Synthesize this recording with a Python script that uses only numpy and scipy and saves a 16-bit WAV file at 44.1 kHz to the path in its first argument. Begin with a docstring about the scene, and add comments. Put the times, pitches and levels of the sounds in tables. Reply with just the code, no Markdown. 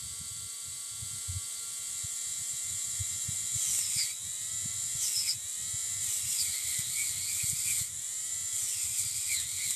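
"""A handheld rotary tool idles, comes close to the microphone and polishes a copper wire pendant.
The motor whines on the orders of its shaft over a hiss of brushes and cooling air, and sags in each
of four passes as the bristle wheel drags on the wire. The bristles rasp, now and then chatter or snap.
Underneath, the moving hands make dull bumps right at the single microphone."""
import sys
import numpy as np
from scipy import signal
from scipy.fft import rfft, irfft, next_fast_len
from scipy.io import wavfile
from scipy.ndimage import uniform_filter1d

SR = 44100
rng = np.random.default_rng(int(sys.argv[2]) if len(sys.argv) > 2 else 0)


def generate_wav(signal):
    """Clip the signal to [-1, 1] and save it as 16-bit WAV at the path in sys.argv[1]."""
    frames = np.transpose(np.atleast_2d(signal))
    scaled = np.clip(frames, -1, 1) * 32767
    pcm = np.round(scaled).astype(np.int16)
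    wavfile.write(sys.argv[1], SR, pcm)


N = 429975
T = np.arange(N) / SR
FREE_HZ, WORK_HZ = 230, 150  # shaft speed running free and while polishing
FIRM_DRAG_HZ, TOUCH_DRAG_HZ = 89, 22  # drag at a firm press, and once the bristles fully meet the wire

# Unloaded shaft, creeping up as the motor warms: time_s, speed_hz
IDLE_SPEED = [(0, 226.4), (.3, 228.1), (1.2, 228.4), (2.3, 229.5), (2.7, 230), (3.3, 230.15)]
def shaft(drag, inertia_s=0.217):
    """Speed sags under drag and recovers after it, both slowed by the inertia of rotor and wheel."""
    return curve(IDLE_SPEED) - lagged(drag, inertia_s)


# Motor tones, with the tool off to the side and at the work: order (rounded in use), side_db, work_db
SHAFT_TONES = [(1.013, -73.5, -72.5), (2.017, -71.5, -80.5), (3.006, -79.5, -74.5), (3.98, -88, -76),
               (4.986, -63, -74.5), (6.006, -61.5, -70), (6.99, -70, -81.5), (8, -72, -63.5),
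               (9, -60, -59.5), (10, -70, -64), (11.99, -66.5, -66.5), (13.06, -64, -74), (14, -56, -60.5),
               (15, -56.5, -59), (16, -57.5, -73.5), (17, -56.5, -59), (18, -55.5, -63), (19, -60, -61.5),
               (20, -52, -60.5), (21, -56, -71), (22, -88, -52.5), (23, -58.5, -63), (24, -65, -69),
               (25, -65, -64), (29.9, -58, -54), (31, -59, -50), (32, -65, -58), (33, -63, -62),
               (33.94, -60, -60), (35.1, -47.5, -69), (37.94, -55, -56), (38.9, -60, -68),
               (41.1, -54, -57.5), (44.4, -54, -65)]
# Bearing tones, each a cage turn above a shaft order: order, side_db, work_db
BEARING_TONES = [(8, -68, -68.5), (9, -66, -75), (13, -72, -69)]
def whine(speed, turns, pose, cage_ratio=.61, waver_db=1.64):
    """Shaft and bearing tones swell and fade as they slide across the resonances of the housing."""
    tones = [(round(k), *levels) for k, *levels in SHAFT_TONES]
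    tones += [(round(k) + cage_ratio, *levels) for k, *levels in BEARING_TONES]
    out = np.zeros(N)
    for order, side_db, work_db in tones:
        free_db = spectrum_db(HOUSING_SPECTRUM, order * FREE_HZ, column=2)
        shift_db = spectrum_db(HOUSING_SPECTRUM, order * speed[::100], column=2) - free_db
        steepness = 2 if order > 26 else 1
        housing_db = np.interp(T, T[::100], np.minimum(steepness * shift_db, 3))
        level_db = side_db + pose * (work_db - side_db) + housing_db + waver_db * wander(22)
        out += amp(level_db) * np.sin(2 * np.pi * (order * turns + rng.random()))
    return np.sqrt(2) * out


def housing_ring(speed, turns, pose, ring_hz=7258, width_hz=135, gain_db=-35.5, fall_db_per_order=2):
    """High shaft orders sing out as each crosses a sharp resonance; the higher ones are weaker."""
    out = np.zeros(N)
    for step, order in enumerate(range(31, 41)):
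        tuning = 1 / (1 + ((order * speed - ring_hz) / width_hz) ** 4)
        level_db = 3 * wander(40) - fall_db_per_order * step
        out += tuning * amp(level_db) * np.sin(2 * np.pi * (order * turns + rng.random()))
    return amp(gain_db) * pose * out


# Colour of the housing as the microphone hears it from either position: frequency_hz, side_db, work_db
HOUSING_SPECTRUM = [(60, -49, -71), (320, -24.5, -24.5), (1040, -24, -28), (1315, -19.5, -22.5),
                    (1620, -25.5, -30), (1990, -22.5, -13.5), (2640, -22.5, -27.5), (3280, -15.5, -15.5),
                    (4700, -13, -15.5), (5030, -16.5, -14), (6490, -7, -7.5), (7240, -3.5, 6),
                    (7650, 2.5, 2.5), (8830, 0, -2), (9200, -4.5, -11), (9670, -11, -4),
                    (11100, -11.5, -11.5), (14100, -18.5, -19)]
def hiss(turns, pose, gain_db=-36, throb_db=1.0, flutter_db=0.72):
    """Brush and cooling-air noise, pulsing once a turn and fluttering as the shaft rattles."""
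    air = rng.standard_normal(N) * amp(throb_db * np.cos(2 * np.pi * turns) + flutter_db * wander(380))
    at_side = colour(air, HOUSING_SPECTRUM, column=1)
    at_work = colour(air, HOUSING_SPECTRUM, column=2)
    return amp(gain_db) * ((1 - pose) * at_side + pose * at_work)


# The tool's two electrical whistles: pitch_hz
WHISTLE_PITCHES = [3901.5, 4590]
# Their strength from either position: side_db, work_db
WHISTLE_LEVELS = [(-76.5, -49), (-60, -78)]
# How well they carry to the microphone as the tool is turned: time_s, gain_db
WHISTLE_AIM = [(0, 3.5), (5.4, 0), (7.6, -4.5), (8, -11), (9.75, 7)]
def whistle(pose):
    """Electrical tones that ignore the load and beat against shaft orders passing near them."""
    out = np.zeros(N)
    for hz, (side_db, work_db) in zip(WHISTLE_PITCHES, WHISTLE_LEVELS):
        level_db = side_db + pose * (work_db - side_db) + curve(WHISTLE_AIM) + 0.26 * wander(25)
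        out += amp(level_db) * np.sin(2 * np.pi * hz * T + 0.15 * wander(27))
    return np.sqrt(2) * out


# Wheel pressed on the pendant, one list a pass: time_s, drag_hz (shaft speed lost if the press is held)
PRESSES = [
    [(3.461, 0.0), (3.621, 40.5), (3.794, 83.0), (3.879, 62.5), (4.053, 130.9), (4.121, 0.0)],
    [(4.955, 0.0), (5.049, 117.3), (5.196, 57.6), (5.28, 114.4), (5.345, 0.0)],
    [(5.977, 0.0), (6.09, 94.1), (6.27, 38.6), (6.397, 127.0), (6.632, 77.7), (6.734, 120.6), (6.955, 50.9),
     (7.064, 109.0), (7.275, 50.1), (7.41, 98.2), (7.516, 54.2), (7.63, 62.0), (7.8, 147.0), (7.85, 0.0)],
    [(8.455, 0.0), (8.741, 92.2), (8.916, 61.2), (8.996, 109.1), (9.143, 38.2), (9.352, 156.8),
     (9.474, 45.2), (9.665, 124.4), (9.75, 104.0)],
]
def wire_drag():
    """The wire brakes the wheel during each pass and leaves it free in between."""
    return sum(np.interp(T, *np.transpose(rows), left=0, right=0) for rows in PRESSES)


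# Bristles on copper wire, heard close: frequency_hz, level_db
SCRAPE_SPECTRUM = [(100, -25.5), (900, -27.5), (1400, -20.5), (1650, -31), (2100, -9), (2750, -19.5),
                   (3300, -9), (4000, -13), (4700, -11), (5600, -11), (6650, -7.5), (7100, 2.5),
                   (8850, 0.5), (9200, -7), (10200, -8.5), (10700, -14.5), (12100, -8.5), (13200, -18)]
# The part of the weave that each pass meets: scrape_db, sizzle_db
WEAVE_GAINS = [(-0.5, -1), (-1, 1), (-0.5, 2.5), (-1.5, 0)]
def rasp(speed, turns, drag, gain_db=-33, release_s=0.032, throb_db=-0.65, grit_db=1.5):
    """Countless bristle scrapes: louder with pressure and speed, coarser when the wheel is slow."""
    touching = lagged(np.clip(drag / TOUCH_DRAG_HZ, 0, 1) ** 2, release_s)
    current_pass = np.searchsorted([rows[0][0] for rows in PRESSES], T) - 1
    weave_db, sizzle_db = np.array(WEAVE_GAINS)[current_pass].T
    press_octaves = np.log2(np.maximum(drag, TOUCH_DRAG_HZ) / FIRM_DRAG_HZ)
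    speed_octaves = np.log2(speed / WORK_HZ)
    contact = touching * amp(gain_db + weave_db + 1.6 * press_octaves + 4 * speed_octaves)
    scrapes = rng.standard_normal(N) * amp(throb_db * np.cos(2 * np.pi * turns) + grit_db * wander(1300))
    scraping = colour(scrapes, SCRAPE_SPECTRUM)
    coarse = band(scraping, "lowpass", hz=5000)
    sizzle = band(scraping, "highpass", hz=10200)
    treble = scraping - coarse - sizzle + amp(sizzle_db) * sizzle
    # the bristle rows strike about 30 times a turn: two rough bands that slide with the speed
    strikes = recurring(scrapes, turns, likeness=1.0, count=5)
    row_band = amp(-15.5 + 2 * wander(13)) * unit(resonate(strikes, 29.74 * speed, width_hz=1050))
    half_band = amp(-23 + 2 * wander(18)) * unit(resonate(strikes, 15 * speed, width_hz=380))
    growl = 0.92 * recurring(coarse, turns, likeness=0.47) + row_band + half_band
    # the treble surges as the bristles dig into the uneven weave
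    bite = amp(press_octaves + 1.75 * wander(24))
    return contact * (bite * treble + amp(-6 * speed_octaves) * growl)


# The wheel catches on a wire: centre_s, half_length_s, order, width_share (of the pitch), level_db
CATCHES = [(3.67, .06, 15, 0.14, -50), (3.669, 0.13, 29, .18, -39.5), (3.854, 0.061, 29, .08, -41),
           (4.005, 0.047, 13.5, 0.1, -41.5), (4.007, 0.052, 30.5, 0.09, -31.5), (4.092, .03, 15.3, .1, -49),
           (5.05, 0.068, 28.5, 0.23, -35), (5.188, 0.055, 29.7, 0.057, -30.5),
           (5.28, 0.023, 13.8, 0.092, -42), (5.301, 0.035, 31, .09, -29), (6.405, 0.026, 29.5, 0.068, -31),
           (6.612, 0.16, 15, 0.11, -50), (7.005, 0.066, 15.3, .08, -39.5), (7.312, 0.044, 15.3, 0.076, -46),
           (7.403, 0.025, 15.3, 0.11, -44), (7.695, 0.052, 15, 0.097, -39.5), (8.64, 0.12, 28.5, 0.1, -46),
           (9.11, 0.14, 30, .1, -48.5), (9.324, .045, 15.4, 0.051, -37.5), (9.373, 0.044, 29.8, 0.063, -38),
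           (9.637, 0.074, 15.5, .08, -43.5), (9.693, 0.06, 29.5, 0.064, -43.5)]
def chatter(speed, turns, throb_db=4):
    """Stick and slip of the bristle rows: a fuzzy squeal tied to wheel speed, pulsing once a turn."""
    out = np.zeros(N)
    slips = recurring(rng.standard_normal(N), turns, likeness=0.93)
    slips *= amp(throb_db * np.cos(2 * np.pi * turns))
    for centre_s, half_length_s, order, width_share, level_db in CATCHES:
        now = abs(T - centre_s) < 2 * half_length_s
        hz = order * speed[now]
        squeal = resonate(slips[now], hz, width_share * hz.mean())
        power = abs(uniform_filter1d(squeal ** 2, size=900))
        squeal /= np.sqrt(power + 1e-20)  # friction limits the swing
        out[now] += amp(level_db) * squeal * np.exp(-2 * ((T[now] - centre_s) / half_length_s) ** 2)
    return out


# Single bristles flicking at the pendant: start_s, level_db
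BRISTLE_SNAPS = [(3.749, -27), (3.789, -26), (7.862, -39), (9.399, -29), (9.707, -25.5)]
def snaps(decay_s=0.0046):
    """A bristle snaps off a wire end: a short bright tick with the colour of the scraping."""
    envelope = sum(amp(db) * (T >= s) * np.exp(-abs(T - s) / decay_s) for s, db in BRISTLE_SNAPS)
    return envelope * colour(rng.standard_normal(N), SCRAPE_SPECTRUM)


# Restless hands near the microphone: time_s, level_db
HAND_RUMBLE = [(0, -56), (.9, -65), (1.4, -46.5), (1.65, -66.5), (2.7, -57.5), (7.5, -58.5), (8.2, -60.5),
               (9.75, -59)]
# Their soft bumps, close up: centre_s, level_db, pitch_hz, length_cycles
HAND_BUMPS = [(0.214, -37, 125, 0.49), (0.319, -41, 99, 0.88), (1.03, -33, 102, 0.87),
              (1.301, -29, 94, 1.3), (1.371, -30, 91.5, 1.3), (2.048, -33, 101, .7),
              (3.013, -27.5, 96, 1.25), (3.292, -29, 120, 0.68), (3.563, -31, 104, 0.77),
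              (3.967, -34, 115, 0.64), (4.66, -32.5, 158, 0.68), (4.956, -34.5, 103, .7),
              (5.745, -34.5, 101, 0.72), (6.795, -32.5, 118, 0.6), (7.442, -31, 110, .7),
              (7.534, -31.5, 118, 0.67), (7.817, -33, 108, 0.62), (9.065, -39.5, 97, 0.92)]
def handling(lumpy_db=10, lump_limit_db=7):
    """Dull thuds of a cycle or two over the uneven rumble of moving hands."""
    hz_db = [(25, -2), (52, -24), (72, 1.5), (100, 5.5), (170, -9.5), (215, -13), (280, -25), (600, -81)]
    out = colour(rng.standard_normal(N), hz_db)
    out *= amp(curve(HAND_RUMBLE) + np.minimum(lumpy_db * wander(22), lump_limit_db))
    for centre_s, level_db, pitch_hz, length_cycles in HAND_BUMPS:
        now = abs(T - centre_s) < .1
        cycles = (T[now] - centre_s) * pitch_hz
        envelope = amp(level_db) / np.cosh(2 * cycles / length_cycles)
        out[now] += envelope * np.cos(2 * np.pi * (cycles + rng.random()))
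    return band(out, "highpass", hz=56)  # the microphone passes little deep bass


def amp(db):
    """Decibels to amplitude."""
    return 10 ** (np.asarray(db) / 20)


def unit(x):
    """Scales to an rms of 1."""
    return x / np.sqrt(np.mean(x ** 2) + 1e-20)


def curve(rows, column=1):
    """One column of a table, joined by straight lines in time."""
    rows = np.array(rows)
    return np.interp(T, rows[:, 0], rows[:, column])


def spectrum_db(rows, hz, column=1):
    """One column of a spectrum at the given frequencies."""
    rows = np.array(rows)
    return np.interp(np.log(hz + 1), np.log(rows[:, 0]), rows[:, column])


def colour(x, rows, column=1):
    """Gives x a spectrum and an rms of 1."""
    size = next_fast_len(N)
    gain = amp(spectrum_db(rows, np.fft.rfftfreq(size, 1 / SR), column))
    return unit(irfft(rfft(x, size) * gain, size)[:N])


def band(x, kind, hz):
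    """Low-pass or high-pass with no delay."""
    return signal.sosfiltfilt(signal.butter(3, hz, kind, fs=SR, output="sos"), x)


def lagged(x, lag_s):
    """Follows x with an exponential lag."""
    keep = np.exp(-1 / (lag_s * SR))
    return signal.lfilter([1 - keep], [1, -keep], x)


def wander(rate_hz):
    """Random drift of rms 1, with rate_hz new values a second."""
    knots = np.random.default_rng(rng.integers(2 ** 31)).standard_normal(int(T[-1] * rate_hz) + 2)
    return unit(np.interp(T * rate_hz, np.arange(len(knots)), knots))


def resonate(x, hz, width_hz):
    """A steep resonance that follows the curve hz."""
    carrier = np.exp(2j * np.pi * np.cumsum(hz) / SR)
    pole = np.exp(-np.pi * width_hz / SR)
    return (carrier * signal.lfilter([(1 - pole) ** 2], [1, -2 * pole, pole * pole], x / carrier)).real


def recurring(x, turns, likeness, count=3):
    """The same bristles come round every turn, so their noise gathers on the shaft orders."""
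    return x + sum(likeness ** lag * np.interp(turns - lag, turns, x) for lag in range(1, count + 1))


# Where the tool is held before the microphone: time_s, nearness_db, pose (0 to the side, 1 at the work)
TOOL_POSITION = [(0, -5, .02), (.9, -5, .1), (1.2, -3, 0.091), (1.7, -3, 0.15), (2.05, -1.15, 0.58),
                 (4.2, 1, 0.9), (4.6, 0, .8), (7.9, 2, 0.96), (8.3, 0, 0.88), (9.75, -2, 0.66)]
def scene(judder=0.00499, whine_db_per_octave=15, hiss_db_per_octave=12):
    """Pressure on the wire slows the shaft that drives motor and wheel; a slower motor is quieter."""
    drag = wire_drag()
    speed = shaft(drag)
    tugging = judder * drag / FIRM_DRAG_HZ * wander(70)  # the wire pulls unevenly at the wheel
    turns = np.cumsum(speed * (1 + .0003 * wander(45) + tugging)) / SR
    nearness = amp(curve(TOOL_POSITION))
    pose = np.clip(curve(TOOL_POSITION, column=2), 0, 1)
    speed_octaves = np.log2(speed / FREE_HZ)
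    tones = whine(speed, turns, pose) + housing_ring(speed, turns, pose)
    motor = amp(whine_db_per_octave * speed_octaves) * tones
    motor += amp(hiss_db_per_octave * speed_octaves) * hiss(turns, pose)
    tool = nearness * motor + whistle(pose)
    bristles = rasp(speed, turns, drag) + chatter(speed, turns) + snaps()
    mono = tool + bristles + handling()
    return np.array([mono, mono])


def record(dry, cutoff_hz=13210):
    """One microphone on both channels, with a steep treble limit."""
    lowpass = signal.firwin(801, cutoff_hz, window=("kaiser", 9), fs=SR)
    return signal.oaconvolve(dry, lowpass[None], "same")


dry = scene()
out = record(dry)
generate_wav(out)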